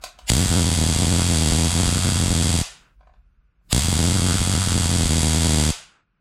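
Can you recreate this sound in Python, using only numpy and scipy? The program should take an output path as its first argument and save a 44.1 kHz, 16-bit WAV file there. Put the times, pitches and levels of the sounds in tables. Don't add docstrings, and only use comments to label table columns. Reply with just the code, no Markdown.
import sys
import numpy as np
from scipy import signal
from scipy.fft import rfft, irfft
from scipy.io import wavfile
from scipy.ndimage import uniform_filter1d

SR = 44100
rng = np.random.default_rng(int(sys.argv[2]) if len(sys.argv) > 2 else 0)


def generate_wav(sig):
    pcm = np.round(np.clip(np.atleast_2d(sig).T, -1, 1) * 32767).astype(np.int16)
    wavfile.write(sys.argv[1], SR, pcm)


def undo_db(level):
    steps = np.asarray(level, float) / 20
    return 10 ** steps


N = 273541

# time_s, rate_sparks_per_s, wander_0_to_1 (share of weak wandering strikes)
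SPARK_BURSTS = [
    [(0.3005, 54.0, 0.06), (0.3772, 70.74, 0.03), (0.3971, 90.59, 0.53), (0.9036, 78.78, 0.26),
     (1.0257, 86.53, 0.41), (1.3012, 86.05, 0.16), (1.4056, 77.86, 0.07), (2.0231, 91.37, 0.51),
     (2.6131, 81.69, 0.38)],
    [(3.7288, 51.09, 0.03), (3.833, 82.5, 0.59), (4.0702, 84.07, 0.46), (4.09, 90.15, 0.45),
     (4.7264, 89.52, 0.6), (5.2881, 76.86, 0.06), (5.409, 83.1, 0.11), (5.6113, 75.44, 0.03),
     (5.703, 76.27, 0.04)],
]


def evened(x):
    return x / np.sqrt(np.mean(x ** 2) + 1e-20)


def read(points, hz):
    f, value = np.transpose(points)
    return np.interp(np.log(hz + 1), np.log(f + 1), value)


def shaped(x, points):
    hz = np.fft.rfftfreq(x.shape[-1], 1 / SR)
    return irfft(rfft(x) * undo_db(read(points, hz)), x.shape[-1])


def train(times_s, sizes):
    return np.bincount(np.round(times_s * SR).astype(int), sizes, N)[:N]


def struck(times_s, sizes, response):
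    return signal.oaconvolve(train(times_s, sizes), response)


def burst(u, width_s, hz):
    return np.exp(-(u / width_s) ** 2) * np.cos(2 * np.pi * hz * u)


def firing(rows):
    crack_level_db, dip_level_db = -29, -21
    fresh_crack_db, fresh_dip_db, settle_s = 2.5, 1, .075
    wander_db, first_db = -3, 6.2
    early_s, jitter_s, pull_back = .0008, .0011, .3

    time_s, rate, wander = np.transpose(rows)
    clock_s = np.arange(time_s[0], time_s[-1], 1 / SR)
    fired = np.cumsum(np.interp(clock_s, time_s, rate)) / SR
    k = np.arange(round(fired[-1]) + 1)
    due_s = np.interp(k, fired, clock_s)
    wander = np.interp(due_s, time_s, wander)
    timing, place, miss, landing = rng.random((len(k), 4)).T

    missed = (miss < wander) & (k > 0) & (k < k[-1])
    error_s = jitter_s * np.sqrt(12) * (timing - .5) * (.4 + wander)
    error_s = error_s - early_s * (missed - wander)
    ends = np.clip(np.minimum(k, k[-1] - k) / 4, 0, 1)
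    t = due_s + ends * signal.lfilter([1], [1, pull_back - 1], error_s)

    fresh = np.exp(-(t - t[0]) / settle_s)
    charge_db = 300 * (np.diff(t, prepend=t[0] - .012) - .012)
    crack_db = crack_level_db + fresh_crack_db * fresh + wander_db * wander + first_db * (k == 0)
    crack = undo_db(crack_db + charge_db.clip(-2, 1) + 2.4 * (place - .5))
    dip = undo_db(dip_level_db + fresh_dip_db * fresh)
    weak = np.where(landing < .07, -.4, .2 + .5 * landing)
    landed = np.where(missed, weak, .8 + .36 * landing)
    return t, crack, dip, landed, place


def tail(colour, ring=1.7, build_s=0.00092):
    # centre_hz, width_hz, level_db
    bench_modes = [(3445, 1400, -11), (4773, 160, -4), (5950, 96, -24), (6686, 330, -7), (6960, 76, -32.5),
                   (7580, 140, -3), (7960, 150, -16), (9720, 160, 8.5), (10710, 220, -4)]
    # frequency_hz, t60_s
    decay = [(300, .33), (1000, .54), (2800, .56), (4700, .46), (8500, .4), (12500, .25)]
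    size = SR * 3 // 5
    age_s = np.arange(size) / SR
    f = np.fft.rfftfreq(size, 1 / SR)
    bumps = 1 + sum(ring * undo_db(db) / (1 + (2 * (f - c) / w) ** 2) for c, w, db in bench_modes)
    noise = irfft(rfft(shaped(rng.standard_normal(size), colour)) * bumps, size)
    hz, t, z = signal.stft(noise, SR, nperseg=256)
    fade = undo_db(-60 * t / read(decay, hz)[:, None])
    x = signal.istft(z * fade, SR, nperseg=256)[1][:size]
    x = x * (1 - np.exp(-age_s / build_s))
    x = x * undo_db(-22 * (age_s / .4) ** 3)
    return x / np.linalg.norm(x)


def cracks(t, size, place):
    # frequency_hz, spread_s, level_db
    shock_bands = [(8300, 0.00039, -2.5), (3640, 0.00033, -11), (10520, 0.00034, -11), (6170, 0.00037, -9),
                   (678, 0.00061, -11), (7790, 0.00019, -6.5), (4710, 0.00074, -9.5),
                   (3264, 0.00059, -12.5), (7230, 0.00042, -12), (6050, 0.00021, -23),
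                   (2330, 0.00029, -13.5), (3240, 0.00057, -16), (11200, 0.00013, -21.5),
                   (1735, 0.0004, -20)]
    arrivals_s = 0, -.0001, 0, 0, .0005, .0009, .0011, -.0001, .0037, .0047, -.0003, .0017, .0012, -.0003
    # frequency_hz, density_db_per_hz
    wet_colour = [(200, -42.5), (400, -8), (700, -2.5), (1000, -3.5), (1500, -5), (2200, -3.5),
                  (3300, -3.5), (8200, -2.5), (10500, -11.5), (12500, -10), (15500, -32)]
    # frequency_hz, side_over_mid_db
    side_colour = [(60, -50), (150, -40), (300, -28), (700, -26), (1400, -31), (2800, -32), (5600, -30),
                   (10000, -27), (14000, -20)]

    lead = 64
    u = (np.arange(400) - lead) / SR
    near = sum(undo_db(db) * burst(u - s, w, hz) for (hz, w, db), s in zip(shock_bands, arrivals_s))
    direct = undo_db(18.5) * struck(t, size, near)[lead:N + lead]

    size = np.minimum(size, 1.5 * np.median(size))
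    first_s, second_s = [rows[0][0] for rows in SPARK_BURSTS]
    age_s = t - np.where(t < second_s, first_s, second_s)
    air = burst(u, 0.00027, 13800)
    direct = direct + undo_db(3.5) * struck(t, size / (1 + (age_s / 0.26) ** 4), air)[lead:N + lead]

    share = np.clip(0.53 * place, 0, 1)
    gains = np.sqrt(1 - share), np.sqrt(share)
    wet = sum(struck(t, size * g, tail(wet_colour))[:N] for g in gains)
    side = shaped(struck(t, size, tail(wet_colour))[:N], side_colour)
    side = undo_db(38) * side * np.array([[1], [-1]])
    return direct + undo_db(28.0) * wet + side


def dips(t, size, landed, place):
    out = np.zeros(N)
    late = 1 - np.clip(abs(landed), 0, 1)
    for s, depth, lag in zip(t, size * landed, late):
        u = np.linspace(0, 1, int((.0044 + .003 * lag) * SR))
        start = int((s + .0006 + .0018 * lag) * SR)
        end = start + len(u)
        out[start:end] -= depth * np.sin(np.pi * u ** 0.67) ** 2
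        out[end:end + len(u)] += .9 * lag * depth * np.sin(np.pi * u) ** 2

    u = np.arange(-90, 90) / SR
    snap_size = size * landed ** 2 * (0.36 + 1.5 * place ** 2)
    out += undo_db(-13) * struck(t - .0018, snap_size, burst(u, .0005, 720))[:N]

    gap_s = uniform_filter1d(np.diff(t, prepend=0).clip(0, .014), size=21)
    hurried = np.clip((.0119 - gap_s) / .0008, 0, 1)
    out += undo_db(-15.5) * struck(t - .0024, size * hurried * place, burst(u, 0.0013, 1350))[:N]

    u = np.arange(4000) / SR
    wobble = undo_db(-60 * u / 0.074) * np.sin(2 * np.pi * 108 * u)
    out -= undo_db(5.5) * struck(t, (size - np.median(size)).clip(0), wobble)[:N]

    turn, sharp = 2 * np.pi * 30 / SR, 1.05
    b, a = signal.bilinear([1, 0, 0], [1, turn / sharp, turn ** 2], fs=1)
    return undo_db(11.5) * signal.lfilter(b, a, out)


def button():
    # start_s, peak_db, brightness_db
    clicks = [
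        (0.038, -15.5, -7),
        (0.188, -27.5, -12),
        (3.008, -38.5, -28),
        (3.029, -41, -33),
        (3.071, -36, -30),
        (3.094, -40, -43),
        (3.137, -41.5, -27),
        (3.612, -59, -50),
    ]
    # frequency_hz, level_db, t60_s
    modes = [(700, 0, .035), (640, -6, .025), (830, -6, .02), (1020, -3, .03), (1250, -6, .02),
             (1500, -7, .02), (2300, -10, .015)]
    # frequency_hz, density_db_per_hz
    snap_colour = [(300, -24), (1000, -13), (2500, -14.5), (4500, -5), (5400, -15.5), (6400, -9.5),
                   (10000, -20), (15500, -29)]
    u, knock, snap = np.arange(6000) / SR, np.zeros(N), np.zeros(N)
    for s, db, bright_db in clicks:
        ring = sum(undo_db(d - 60 * u / t60) * np.sin(2 * np.pi * hz * rng.uniform(1.0, 1.03) * u)
                   for hz, d, t60 in modes)
        tilt = [(2500, 0), (7000, bright_db + 8)]
        noise = evened(shaped(rng.standard_normal(len(u)), snap_colour))
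        puff = undo_db(-4.0 - 60 * u / 0.025) * shaped(noise, tilt)
        span = slice(round(s * SR), round(s * SR) + len(u))
        knock[span] += undo_db(db - 6) * ring * (1 - np.exp(-u / 0.0017))
        snap[span] += undo_db(db - 1 + .3 * bright_db) * puff * (1 - np.exp(-u / 0.00084))
    room = tail([(100, 0), (15000, 0)], ring=0)
    room = room * undo_db(6.5 - 110 * np.arange(len(room)) / SR)
    return knock + snap + signal.oaconvolve(undo_db(-8.5) * knock + undo_db(-4) * snap, room)[:N]


def whine():
    # time_s, pitch_hz, level_db
    glide = [(0.231, 8300, -75), (.25, 8150, -60), (.268, 8280, -75), (0.279, 8900, -66.5)]
    s, hz, db = np.transpose(glide)
    t = np.arange(N) / SR
    phase = 2 * np.pi * np.cumsum(np.interp(t, s, hz)) / SR
    return undo_db(np.interp(t, s, db, -120, -120)) * np.sin(phase)


def background(loud):
    # time_s, spread_s, rumble_db, drone_db
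    stirs = [
        (0, 0.12, -51, -66),
        (.27, 0.065, -46.5, -65),
        (2.74, 0.13, -64, -64.5),
        (3.2, 0.3, -53.5, -81),
        (2.97, .08, -63, -80.5),
        (3.71, .05, -51.5, -57),
        (5.78, 0.083, -64.5, -64),
    ]
    # frequency_hz, density_db_per_hz
    rumble_colour = [(12, -23.5), (25, -10.5), (48, 5), (80, -11), (120, -35), (500, -77)]
    drone_colour = [(60, -30), (110, 0), (160, 1), (260, -12.5), (400, -18.5), (1000, -36.5)]
    fan_colour = [(300, -10), (900, -10), (1450, 0), (1900, -12), (2600, -8), (3200, -20), (6000, -32),
                  (15000, -45)]
    t = np.arange(N) / SR
    s, spread, rumble_db, drone_db = np.transpose(stirs)
    swell = np.exp(-((t[:, None] - s) / spread) ** 2)
    rumble_level = undo_db(-72.5) + swell @ undo_db(rumble_db)
    drone_level = undo_db(-74) + swell @ undo_db(drone_db)
    rumble = rumble_level * evened(shaped(rng.standard_normal(N), rumble_colour))
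    drone = drone_level * evened(shaped(rng.standard_normal(N), drone_colour))
    last_loud_s = np.maximum.accumulate(np.where(abs(loud) > .05, t, 0))
    gate = undo_db(-16) + uniform_filter1d((t - last_loud_s < .29) * 1., int(.08 * SR))
    fan = undo_db(-62.0) * gate * evened(shaped(rng.standard_normal(N), fan_colour))
    return rumble + drone + fan


def smeared(x):
    frame, grid = 2048, 435
    pad = frame // 2 - grid
    window = np.sin(np.pi * (np.arange(frame) + .5) / frame)
    hz, t, z = signal.stft(np.pad(x, ((0, 0), (pad, 0))), SR, window, frame, frame // 2)
    step_db = -0.5 + read([(250, -32.5), (700, -0.5), (3000, -1), (12000, -0.5)], hz)
    step = undo_db(step_db)[:, None] * np.sqrt(abs(uniform_filter1d(abs(z) ** 2, size=24, axis=1)))
    floor_db = read([(1500, -130), (3500, -108), (9000, -102)], hz)
    step = np.maximum(step, undo_db(floor_db)[:, None])
    z = step * (np.round(z.real / step) + 1j * np.round(z.imag / step))
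    return signal.istft(z, SR, window, frame, frame // 2)[1][:, pad:pad + N]


def lead_in():
    # frequency_hz, density_db_per_hz
    lead_colour = [(400, -18.5), (800, -5.5), (1700, -7), (2800, 1.5), (4500, -0.5), (6200, -12),
                   (7400, 4), (9000, -16), (10500, -5), (13000, -16)]
    out, u = np.zeros(N), np.arange(-2000, 0) / SR
    hz = np.fft.rfftfreq(len(u), 1 / SR)
    swell = np.exp(u / 0.01) * np.minimum(1, (u - u[0]) / 0.025)
    for rows, db in zip(SPARK_BURSTS, (-15, -19)):
        bands = undo_db(5 * evened(uniform_filter1d(rng.standard_normal(len(hz)), size=11)))
        noise = shaped(rng.standard_normal(len(u)), lead_colour)
        noise = evened(irfft(rfft(noise) * bands, len(u)))
        end = round(rows[0][0] * SR)
        out[end - len(u):end] += undo_db(db) * noise * swell
    return out


def scene():
    t, crack, dip, landed, place = np.hstack([firing(rows) for rows in SPARK_BURSTS])
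    push = dips(t, dip, landed, place)
    return cracks(t, crack, place) + push + button() + whine() + background(push)


def low_pass(x):
    return signal.sosfilt(signal.butter(12, 15770, fs=SR, output="sos"), x)


def record(dry):
    mid_side = np.array([[1, 1], [1, -1]]) / np.sqrt(2)
    overloaded = np.tanh(dry / 1.3) * 1.25
    mix = mid_side @ smeared(mid_side @ overloaded) + lead_in()
    return low_pass(mix)


dry = scene()
out = record(dry)
generate_wav(out)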